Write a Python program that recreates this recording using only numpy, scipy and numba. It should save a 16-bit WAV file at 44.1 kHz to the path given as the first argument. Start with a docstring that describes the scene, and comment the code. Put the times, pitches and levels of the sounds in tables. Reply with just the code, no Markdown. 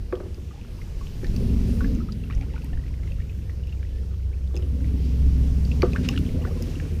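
"""An alligator growls four phrases, far off in a wooded swamp: rough pulses and breath ring throat, mouth and chest.
Under it a deep drone of pure partials swells and fades, two wavering hums rise late, and filtered noise gives
air shoving at a camera case, swamp rumble and rustling leaves. By a kayak, chirping bubbles make drips and gurgles,
struck modes make hull knocks and dry ticks, and bursts of noise swish like wet reeds."""
import sys
import numpy as np
from scipy import signal
from scipy.fft import rfft, irfft
from scipy.io import wavfile
from scipy.ndimage import uniform_filter1d
from numba import njit

SR = 44100
rng = np.random.default_rng(int(sys.argv[2]) if len(sys.argv) > 2 else 0)


def int16_out(signal):
    """Quantize to a 16-bit WAV file."""
    q = np.round(np.clip(np.atleast_2d(signal).T, -1, 1) * 32767)
    wavfile.write(sys.argv[1], SR, q.astype(np.int16))


N = 308700

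# growled phrases: full from t/s, held until t/s, throat level at start/dB, throat level at end/dB,
# mouth minus throat/dB, pulse rate/Hz, roughness [0-1], mouth opening [0-1]
GROWL_PHRASES = [(1.37, 1.965, -26, -31, -13.5, 61.6, 0.76, 0.01),
                 (4.742, 5.806, -34, -32, -15.5, 40.3, 0.67, 0.06),
                 (5.936, 6.273, -28, -30.5, -12.5, 31, .85, 0.1),
                 (6.359, 6.9, -36, -42, -3.5, 20, 0.92, 0.4)]


def undb(db):
    """Gain of a dB value."""
    return 10 ** (np.asarray(db) / 20)


def unit(x):
    """Scaled to rms 1."""
    return x / np.sqrt(np.mean(x ** 2))


def curves(table):
    """Every column after the first, drawn as a line with one value a sample."""
    s, *columns = np.transpose(table)
    return [np.interp(np.arange(N) / SR, s, column) for column in columns]


def bumps(t, table, width_s):
    """Sum of bell-shaped gains, each at its time and peak dB."""
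    return sum(undb(db) * np.exp(-((t - s) / width_s) ** 2) for s, db in table)


def band(x, hz, width):
    """Two-pole resonance, gain 1 at the centre."""
    return signal.lfilter(*signal.iirpeak(hz, hz / width, fs=SR), x)


def band_twice(x, hz, width):
    """The same resonance twice, for steeper sides."""
    return band(band(x, hz, width), hz, width)


def smooth_twice(x, samples):
    """Two moving averages in a row."""
    return uniform_filter1d(uniform_filter1d(x, samples), samples)


def walk(rate):
    """Random levels held 1 / rate s and slewed twice; spread near 1."""
    hold = int(SR / rate)
    steps = np.repeat(rng.standard_normal(N // hold + 1), hold)
    return 1.3 * smooth_twice(steps, hold)[:N]


def steady(x, s):
    """Level held near rms 1 over spans of s seconds; faster grain stays."""
    return x / np.sqrt(smooth_twice(x ** 2, int(s * SR)))


def coloured(colour, flicker_db, rate):
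    """Noise of a given spectrum in half-octave bands, each flickering alone; rms 1."""
    hz, db = np.transpose(colour)
    f = np.arange(1, N // 2 + 2) * SR / N
    spectrum = rfft(rng.standard_normal(N)) * undb(np.interp(np.log(f), np.log(hz), db, left=-90))
    out = 0
    for centre in np.arange(np.log2(hz[0]), np.log2(hz[-1]) + 1, .5):
        share = np.clip(1 - 2 * np.abs(np.log2(f) - centre), 0, 1)  # neighbouring bands crossfade
        out = out + irfft(spectrum * share, N) * undb(flicker_db * walk(rate))
    return unit(out)


def fade(samples, t60):
    """Exponential decay by 60 dB in t60 s."""
    return np.exp(-np.log(1000) * np.arange(samples) / SR / t60)


def ring(hz, t60, rise=0, onset=0.00041, length=.25):
    """A struck mode with a soft start, its pitch rising by a share while it fades."""
    t = np.arange(int(length * SR)) / SR
    shape = (1 - np.exp(-t / onset)) * fade(len(t), t60)
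    return shape * np.sin(2 * np.pi * hz * t * (1 + rise * np.minimum(t / t60, 1) / 2))


def add(out, s, db, sound):
    """Mixes a sound in at a time, at a peak level."""
    i = int(s * SR)
    sound = sound[:N - i]
    out[i:i + len(sound)] += undb(db) * sound / np.abs(sound).max()


def scatter(x, t60):
    """Many overlapping reflections: convolution with a fading noise of energy 1."""
    tail = rng.standard_normal(SR // 2) * fade(SR // 2, t60)
    return signal.fftconvolve(x, tail / np.sqrt(np.sum(tail ** 2)))[:N]


def drone():
    """Clean partials of one slow cycle, shimmering a little in level and phase over the distance."""
    third_hz = 64.77
    # rms levels of the swells: t/s, second partial level/dB, third partial level/dB, seventh partial level/dB
    swells = [(0, -51, -39.5, -65), (1.2, -39.5, -42, -42.5), (1.45, -32, -24.5, -36),
              (1.9, -27.5, -27.5, -48), (2.1, -35.5, -32, -41.5), (3.2, -33.5, -31.5, -43),
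              (4.4, -60, -27, -51), (4.8, -40, -24, -39.5), (5.35, -36, -19, -34), (5.8, -37, -22.5, -34),
              (6.1, -34, -31, -39), (6.35, -32, -37, -39), (7, -33.5, -44, -38)]
    t = np.arange(N) / SR
    second_db, third_db, seventh_db = curves(swells)
    levels = [(2, second_db), (3, third_db), (5, seventh_db - 1), (6, seventh_db - 7), (7, seventh_db)]
    out = 0
    for k, db in levels:
        gain = undb(db + 0.41 * walk(11))
        out = out + gain * np.sin(2 * np.pi * (k * third_hz / 3 * t + rng.random()) + 0.1 * walk(6.4))
    return np.sqrt(2) * out  # sine peak from rms


def hums():
    """Two low sines that rise late, wavering in level and phase."""
    # f/Hz, full rms level/dB, full at t/s, rise/(dB per s)
    hum_table = [(80.65, -30, 6.33, 4), (91.2, -37, 6.25, 1.5)]
    t = np.arange(N) / SR
    out = 0
    for hz, db, full_s, rise_db_per_s in hum_table:
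        db = db - rise_db_per_s * np.maximum(full_s - t, 0)
        out = out + undb(db + 2.8 * walk(9.0)) * np.sin(2 * np.pi * hz * t + 0.62 * walk(6))
    return np.sqrt(2) * out


def buffeting():
    """Air pushes on the case: low band noise under a gusty level curve and single shoves."""
    gust_db, gusts_per_s, shove_s = 3, 11, 0.032
    # level the gusts play around: t/s, level/dB
    buffet = [(0, -34), (.6, -45), (1.2, -27.5), (1.9, -29), (2.2, -52), (3.2, -38.5), (4.7, -38.5),
              (5.4, -28.5), (7, -53)]
    # single shoves of air: t/s, peak gain/dB
    shoves = [(1.31, -23.5), (1.6, -29), (2.38, -21), (2.759, -23), (2.92, -36), (3.94, -32), (5.26, -29),
              (5.4, -42), (5.63, -38), (6.32, -30)]
    low = signal.sosfilt(signal.butter(2, (16, 48), "band", fs=SR, output="sos"), rng.standard_normal(N))
    push = undb(curves(buffet)[0] + gust_db * walk(gusts_per_s))
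    push = push + bumps(np.arange(N) / SR, shoves, shove_s)
    return push * steady(low, 0.12)


def swamp():
    """The far rumble of the swamp: low noise whose bands flicker apart."""
    # spectrum shape: f/Hz, relative density level/dB
    swamp_colour = [(20, -25), (50, -4.5), (90, -4), (130, -16.5), (190, -16.5), (260, -24.5), (480, -29.5),
                    (750, -51.5), (1200, -55.5)]
    return undb(-35.5) * coloured(swamp_colour, 2.4, 13.0)


def leaves():
    """Leaves and reeds rustle: broad flickering noise that follows a level curve."""
    # t/s, level/dB
    rustle = [(0, -56.5), (.6, -55.5), (1.44, -47.5), (1.9, -49), (2.07, -54.5), (4.44, -57.5),
              (5.05, -50.5), (6.04, -48), (6.4, -49.5), (6.71, -47), (7, -50)]
    # spectrum shape: f/Hz, relative density level/dB
    rustle_colour = [(300, 14.5), (700, 5.5), (1300, -0.5), (2000, 0), (2700, 2.5), (3600, -2),
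                     (5500, -1.5), (7500, -8.5), (11000, -10.5), (15500, -13)]
    return undb(curves(rustle)[0]) * coloured(rustle_colour, 1.38, 12)


def drop(out, s, db, hz, t60):
    """A bubble swells and rings with rising pitch, beside a weaker neighbour and a splash of noise."""
    onset = 1.6 / hz  # swells over its first cycles
    t60 = max(t60, .004)
    bubble = ring(hz, t60, 0.11, onset, t60)
    neighbour = ring(hz * (0.94 + 0.264 * rng.random()), 1.6 * t60, 0.15, onset, t60)
    add(out, s, db, bubble + 0.19 * neighbour)
    spray = fade(SR // 25, .04) * band_twice(rng.standard_normal(SR // 25), hz, hz)
    add(out, s, db - 7, spray)


def drips():
    """The clearest drips off the paddle: splashy plops, each with a ringing bubble."""
    # t/s, bubble peak level/dB, bubble f/Hz, ring t60/s (at least 0.004 s is used)
    clear_drips = [(0.154, -39.5, 2980, 0.0066), (0.509, -47.5, 1190, 0.043), (0.561, -47, 800, 0.011),
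                   (0.613, -44, 2570, 0.015), (0.648, -49, 1400, 0.014), (0.816, -41, 2080, 0.021),
                   (1.01, -41.5, 1085, 0.062), (1.07, -37, 2810, 0.0046), (1.245, -33.5, 1770, 0.027),
                   (1.806, -41, 1103, 0.12), (1.806, -31, 1470, 0.05), (1.844, -31, 1667, 0.027),
                   (2.003, -41, 1276, 0.061), (2.087, -38, 1235, 0.026), (2.122, -33, 4700, 0.0087),
                   (2.237, -41.5, 2680, 0.018), (2.3, -37, 1130, 0.015), (2.3, -36, 1820, 0.0074),
                   (2.308, -35, 1260, 0.0093), (2.308, -35.5, 2284, 0.018), (2.325, -42, 2700, 0.01),
                   (2.334, -44, 1875, 0.021), (2.35, -39.5, 5650, 0.0068), (2.411, -37.5, 2260, 0.0062),
                   (2.412, -44.5, 754, 0.068), (2.423, -41, 2320, 0.011), (2.437, -47, 700, 0.012),
                   (2.494, -51, 2800, 0.014), (2.503, -47, 2120, 0.024), (2.536, -42, 2780, 0.0069),
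                   (2.538, -43.5, 874, 0.078), (2.558, -43, 2255, 0.012), (2.563, -39, 1420, 0.021),
                   (2.579, -41, 2420, 0.01), (2.579, -43, 950, 0.01), (2.608, -52, 537, 0.034),
                   (2.62, -40.5, 2550, 0.0074), (2.638, -45.5, 890, 0.039), (2.647, -48, 2480, 0.01),
                   (2.73, -48, 2840, 0.02), (2.795, -48, 1850, 0.016), (2.865, -47, 2550, .01),
                   (2.88, -46, 2350, .01), (2.977, -49, 2000, 0.0082), (3.03, -55, 2700, .015),
                   (3.185, -53, 1300, 0.027), (3.22, -48, 2200, .012), (2.729, -44.5, 714, 0.054),
                   (2.732, -41.5, 1780, 0.038), (2.774, -40.5, 1670, 0.0091), (2.837, -46, 1900, 0.019),
                   (2.865, -46, 2130, 0.0078), (2.94, -43, 2060, 0.011), (3.034, -44, 1990, 0.013),
                   (3.075, -42, 2040, 0.01), (3.109, -44.5, 533, 0.073), (3.119, -39.5, 2600, 0.015),
                   (3.202, -42.5, 1820, 0.033), (3.295, -43, 2510, 0.028), (3.496, -39, 1920, 0.011),
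                   (3.636, -47, 2845, 0.016), (3.679, -48, 2640, 0.02), (3.694, -47, 2900, 0.019),
                   (3.725, -42.5, 2710, 0.028), (3.773, -52, 2380, 0.02), (3.794, -56, 2030, 0.019),
                   (3.828, -47, 2280, 0.015), (3.849, -49, 1920, 0.017), (3.868, -53, 2580, 0.023),
                   (3.829, -42.5, 1590, 0.01), (3.984, -54, 1840, .03), (4.331, -49, 2120, 0.013),
                   (4.475, -48, 3600, .008), (4.545, -47, 3400, .01), (4.572, -44, 2560, .03),
                   (4.595, -52, 1500, .015), (4.624, -40.5, 2970, 0.0061), (4.632, -50, 2800, .02),
                   (4.688, -53, 3100, .01), (4.805, -50, 1550, .015), (4.875, -53, 2540, .025),
                   (4.888, -50, 2250, .012), (4.844, -41.5, 2020, 0.0083), (5.651, -38, 4600, 0.015),
                   (5.716, -31.5, 2610, 0.022), (5.933, -30.5, 2500, 0.015), (5.961, -21, 1550, 0.017),
                   (5.97, -42, 2070, 0.015), (5.982, -43, 1620, 0.02), (6.091, -32, 1075, 0.022),
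                   (6.157, -37, 1730, 0.02), (6.163, -34, 2967, 0.015), (6.176, -33.5, 1400, 0.014),
                   (6.176, -25, 2780, 0.019), (6.264, -37.5, 3100, 0.01), (6.291, -37, 2171, 0.0054),
                   (6.386, -46, 657, 0.078), (6.442, -40, 1900, 0.01), (6.45, -33.5, 1142, 0.013),
                   (6.451, -33, 1460, 0.039), (6.473, -38.5, 735, 0.074), (6.755, -38, 2750, 0.0096),
                   (6.799, -37, 2370, 0.01), (6.8, -31, 1710, 0.013), (6.852, -44, 1522, 0.0091)]
    out = np.zeros(N)
    for s, db, hz, t60 in clear_drips:
        drop(out, s, db, hz, t60)
    return out


def trickle(count=500):
    """Faint droplets at random times and pitches, denser in the higher notes, as water runs off the paddle."""
    base_db = -60  # peak before the random spread and the run-off
    # level change after each stroke: from t/s, change of level/dB (negative is quieter), fade constant/s
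    runoff = [(1.8, 7.5, 0.66), (2.3, 4.5, 0.97), (5.7, -4, .5), (5.95, 14, 0.97)]
    out = np.zeros(N)
    when, size, pitch = rng.random((count, 3)).T
    s, hz = when * N / SR, 800 * 4 ** np.sqrt(pitch)
    db = base_db - 1.3 * np.log(size + 0.011)  # a few stand out
    for start, extra_db, fade_s in runoff:
        db = db + extra_db * (s > start) * np.exp(-np.abs(s - start) / fade_s)
    for droplet in zip(s, db, hz, 30 / hz):
        drop(out, *droplet)
    return out


def gurgles():
    """Bubbles glide in pitch, nearly all climbing as they near the surface, with a fluttering level."""
    # t/s, peak level/dB, from f/Hz, to f/Hz, length/s
    gurgle_table = [(.525, -50, 650, 950, .032), (.566, -49, 700, 1050, .042), (.775, -49, 720, 1350, .035),
                    (2.415, -48, 740, 950, .03), (2.565, -47, 1400, 1520, .03),
                    (2.665, -52, 950, 1150, .025), (3.43, -57, 1800, 1830, .13),
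                    (3.88, -58, 1680, 1830, .15), (4.33, -52, 2100, 2800, .018), (5.93, -43, 600, 900, .02),
                    (5.946, -35, 900, 1500, .016), (6.085, -40, 740, 850, .04),
                    (6.108, -42, 2350, 2850, .03), (6.135, -39, 1300, 2000, .015),
                    (6.33, -33, 480, 500, .05), (6.37, -41, 560, 680, .05), (6.413, -45, 2450, 3300, .022),
                    (6.425, -45, 720, 1250, .026), (6.468, -40, 1500, 2100, .012),
                    (6.485, -45, 720, 950, .025), (6.503, -45, 900, 1400, .02),
                    (6.57, -46, 1100, 950, .015)]
    out = np.zeros(N)
    for s, db, from_hz, to_hz, length in gurgle_table:
        u = np.linspace(0, 1, int(length * SR))
        flutter = uniform_filter1d(rng.standard_normal(len(u)), size=150) * np.sqrt(150)
        glide = np.sin(2 * np.pi * np.cumsum(from_hz * (to_hz / from_hz) ** u) / SR)
        add(out, s, db, np.sin(np.pi * u) * undb(3.0 * flutter) * glide)
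    return out


def ticks():
    """Dry ticks of stems and cords: a short bright crack of noise and the ringing modes of the camera case."""
    # t/s, peak level/dB, crack level before an 18 dB lift/dB, change of modes above 4 kHz/dB,
    # share of the case's pitch
    tick_table = [(0.125, -40, -35, -30, 1), (0.3447, -41, -26, -7.5, 1.03), (1.244, -35, -33, -15, 0.98),
                  (1.268, -36, -24, -9, 0.83), (1.363, -28.5, -18, -1, 0.99), (1.9494, -40, -25, -2, 1.3),
                  (2.4113, -42, -29, -14, 1.05), (2.6451, -35, -14, -20, 0.94), (3.671, -41, -18, -13, 1.1),
                  (4.5558, -38, -26, -12, 1.36), (4.5654, -29.5, -27, -14, 1.07),
                  (4.574, -34, -23, -3, 1.08), (5.8207, -17, -39, -20.5, .92), (5.9207, -40, -22, -2, 0.82),
                  (5.9332, -37, -27, -6, 1.04), (6.0883, -13, -27.5, -18, 1.08),
                  (6.1094, -35, -14, -12, 1.1), (6.189, -33, -7, -11, 1.05), (6.6236, -25.5, 9, 13.5, 1.07)]
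    # modes before each tick's changes: f/Hz, relative level/dB, t60/s
    case_modes = [(1830, -15, 0.035), (2370, 0, 0.0062), (2520, 5, 0.013), (3230, -3, 0.012),
                  (4730, 21, 0.009), (5500, 17.5, 0.0076), (6000, 15, 0.0075)]
    out = np.zeros(N)
    for s, db, crack_db, upper_db, pitch in tick_table:
        rings = 0
        for hz, mode_db, t60 in case_modes:
            luck = rng.standard_normal()  # no two ticks ring quite alike
            gain = undb(mode_db + 2 * luck + upper_db * (hz > 4000))
            rings = rings + gain * ring(pitch * hz * (1 + .02 * luck), t60)
        crack = np.diff(rng.standard_normal(SR // 4 + 1)) * np.exp(-np.arange(SR // 4) / SR / .0012)
        add(out, s, db, rings + undb(crack_db + 18.0) * crack)
    return out


def swishes():
    """Wet reeds swish: bell-shaped bursts of grainy band noise."""
    # centre t/s, time to 1/e either side/s, peak gain/dB
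    swish_table = [(2.334, 0.025, -60), (2.436, 0.023, -62), (2.58, 0.084, -70), (2.746, 0.04, -63),
                   (2.87, 0.027, -77.5), (2.95, .3, -81), (3.208, 0.053, -63), (4.6, 0.046, -65),
                   (4.866, 0.03, -61), (3.073, 0.041, -61), (3.7, 0.035, -66), (5.844, 0.026, -58),
                   (6.054, 0.019, -42), (6.13, 0.022, -46.5), (6.574, 0.012, -60), (6.684, 0.11, -68)]
    t = np.arange(N) / SR
    wet = unit(band(band(rng.standard_normal(N), 2050, 1900), 2600, 4400)) * undb(2 * walk(230))
    return wet * sum(bumps(t, [(s, db)], length) for s, length, db in swish_table)


def knocks():
    """Each blow rings the hull's modes; a hard one cracks and reaches the high modes; bending waves bring lows late."""
    swing_hz = 540  # below this, neighbouring modes start in opposite directions
    # t/s, peak level of the modes/dB, hardness [0-1], share of the full ring time
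    blows = [(0.1255, -17.5, 0.81, 0.44), (0.167, -32.5, 0.7, 1), (0.201, -27, 0.64, 0.41),
             (0.231, -34.5, 0.1, 0.51), (0.255, -32.5, 0.3, 0.47), (.3, -41, 0.3, 0.42),
             (.376, -37, 0.05, 0.36), (1.227, -27, 0.05, 0.59), (4.541, -29.5, 0.18, 0.35),
             (4.553, -43, 0.06, 0.19), (4.566, -32.5, 0, 0.27), (4.588, -32.5, 0.05, 0.72),
             (4.62, -33.5, 0.04, 1), (5.829, -10, 0.83, 0.44)]
    # modes before each blow's tilt and chance: f/Hz, relative level/dB, full t60/s
    hull_modes = [(227, -29.5, 0.11), (277, -5.5, 0.061), (359.6, -4.5, 0.12), (411, -7.5, 0.15),
                  (485, -4.5, 0.16), (531, -6, 0.1), (603, 0.5, 0.078), (690, -20, 0.12),
                  (702, -0.5, 0.063), (833, 2, 0.026), (937, 7, 0.036), (1160, 6, 0.039), (1170, 2, 0.036),
                  (1230, 3, 0.041), (1500, 5, 0.039), (1540, 8, 0.036), (1670, 0, 0.04), (1680, -21, 0.027),
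                  (1980, -10, 0.045), (2630, -15, .03), (3100, -18, 0.03)]
    out = np.zeros(N)
    t = np.arange(SR // 4) / SR
    for s, db, hard, share in blows:
        modes = 0
        for k, (hz, mode_db, t60) in enumerate(hull_modes):
            luck = rng.standard_normal()
            sign = (-1) ** (k * (hz < swing_hz))
            tilt_db = -14.8 * (1.5 - hard) * np.log2(hz / 350)  # softer blows are duller
            mode = ring(hz * (1 + 0.014 * luck), share * t60, onset=3.66 * share / hz)
            modes = modes + sign * undb(mode_db + 1.5 * luck + tilt_db) * mode
        crack = band(rng.standard_normal(SR // 4), 1800, 1250) * np.exp(-t / 0.014)
        thud = band_twice(rng.standard_normal(SR // 4), 500, 660) * np.exp(-t / (0.023 * share))
        add(out, s, db, modes)
        add(out, s + 0.000896, db - 11.5, thud)  # the many close modes blur into a woody body
        add(out, s, db - 34 - 20 * (1 - hard), crack)
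    return out + undb(-7.0) * scatter(out, 0.17)  # the hollow hull rumbles on


def phrases():
    """Gains of throat, mouth and chest: every phrase rises, holds and falls, and lingers more weakly."""
    attack_db_per_s, release_db_per_s = 101, 98
    linger_db, linger_db_per_s, chest_db = -5, 12, -3  # chest against throat
    # floor between phrases: throat level/dB, mouth level/dB, chest level/dB
    rest_db = (-64, -71, -64)
    t = np.arange(N) / SR
    throat, mouth, chest = (undb(db) ** 2 for db in rest_db)
    for start, end, first_db, last_db, mouth_db, *_ in GROWL_PHRASES:
        db = np.interp(t, (start, end), (first_db, last_db)) - attack_db_per_s * np.maximum(start - t, 0)
        after = np.maximum(t - end, 0)
        power = undb(db - release_db_per_s * after) ** 2
        power = power + (after > 0) * undb(db + linger_db - linger_db_per_s * after) ** 2
        throat = throat + power
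        mouth = mouth + power * undb(mouth_db) ** 2
        chest = chest + power * undb(chest_db) ** 2
    return np.sqrt([throat, mouth, chest])


@njit
def sliding(x, hz, width):
    """Band-pass whose centre moves every sample, gain 1 at the centre."""
    y, b, l = np.empty(len(x)), 0., 0.  # b and l: band and low states
    for i in range(len(x)):
        g, k = np.tan(np.pi * hz[i] / SR), width / hz[i]
        v = (b + g * (x[i] - l)) / (1 + g * (g + k))
        b, l, y[i] = 2 * v - b, l + 2 * g * v, k * v
    return y


def cavity(x, hz, width, stretch, hold_s):
    """A steep resonance that slides with the stretch and wobbles alone, held near rms 1."""
    hz = hz * stretch * (1 + .04 * walk(9))
    return steady(sliding(sliding(x, hz, width), hz, width), hold_s)


def lowpass(x, order, hz):
    """Butterworth low-pass."""
    return signal.sosfilt(signal.butter(order, hz, fs=SR, output="sos"), x)


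def vocal_folds(rate, rough):
    """Uneven flaps of the vocal folds and a puff of air after each; roughness trades flaps for puffs."""
    phase = np.cumsum(rate * (1 + 0.33 * rough * walk(50))) / SR
    pulses = np.diff(np.floor(phase), prepend=0) * np.sqrt(SR / rate)
    pulses = pulses * undb(5.0 * rough * rng.standard_normal(N // 50)[phase.astype(int)])
    puffs = unit(np.exp(-(phase % 1) / 0.48)) * rng.standard_normal(N)
    return np.sqrt(1 - rough) * pulses + np.sqrt(rough) * puffs


def growl():
    """Flaps and puffs, scattered and dulled on their way, ring sliding resonances of throat, mouth and chest."""
    far_t60_s, far_direct, surge_s = .1, .7, 0.026  # direct: share of unscattered sound
    # base resonance: f/Hz, width of each filter pass/Hz
    chest_mode = (87.4, 44)
    # base resonances: f/Hz, width of each filter pass/Hz, relative level/dB
    throat_modes = [(125, 38, -2), (198.2, 50.5, 1), (246.2, 69, 0)]
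    # base resonances, nearly shut then open: f/Hz, width of each filter pass/Hz
    mouth_modes = [(430, 126), (510, 130)]
    # resonances slide as the throat stretches: t/s, share of their pitch
    throat_stretch = [(0, 1.04), (1.3, 0.9), (1.5, 0.94), (1.7, 0.91), (2.0, 0.93), (4.7, 1.05),
                      (5.0, 0.92), (5.3, 0.96), (5.8, 0.93), (6.0, 0.951), (6.3, 0.958), (7, 0.8)]
    # throaty surges within the phrases: t/s, extra level on the throat/dB (the mouth gets 0.66 of it)
    surges = [(1.368, -1), (1.5, 2), (1.57, 1.5), (1.7, 5.5), (1.84, 4), (1.95, 3.5), (4.79, 0),
              (4.92, 5.5), (5.45, 4), (5.55, 2), (6.0, 3), (6.075, 3.5), (6.21, 3), (6.31, 3), (6.62, 4),
              (6.97, 4.5)]
    rate, rough, opening = curves([(s, *row[5:]) for row in GROWL_PHRASES for s in row[:2]])
    source = vocal_folds(rate, rough)
    swaying = sum(np.sin(3 * walk(6) + k) * scatter(source, far_t60_s) for k in range(4)) / 2  # swaying paths
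    source = lowpass(far_direct * source + swaying, 5, 580)  # distance dulls it
    deep = lowpass(source, 4, 290)  # the throat passes little above this
    stretch, t = curves(throat_stretch)[0], np.arange(N) / SR
    throat = sum(undb(db) * cavity(deep, hz, width, stretch, 0.061) for hz, width, db in throat_modes)
    shut, wide, chest = (cavity(source, hz, width, stretch, 0.066) for hz, width in (*mouth_modes, chest_mode))
    mouth = np.sqrt(np.clip(1 - opening, 0, 1)) * shut + np.sqrt(np.clip(opening, 0, 1)) * wide
    surge_db = sum(db * np.exp(-((t - s) / surge_s) ** 2) for s, db in surges)
    voices = [unit(throat) * undb(surge_db), mouth * undb(0.66 * surge_db), chest]
    return np.sum(phrases() * voices, axis=0)


def scene():
    """Sums all layers; near sounds get a short scatter from trunks and water."""
    trees_t60_s, trees_db = .14, -13
    far = drone() + hums() + buffeting() + swamp() + leaves()
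    near = drips() + trickle() + gurgles() + ticks() + swishes() + knocks()
    return (far + near + undb(trees_db) * scatter(near, trees_t60_s) + growl())[None]


def record(dry):
    """The camera cuts the top: a steep low-pass at 15.4 kHz."""
    return signal.sosfilt(signal.ellip(10, .2, 70, 15400, fs=SR, output="sos"), dry)


dry = scene()
out = record(dry)
int16_out(out)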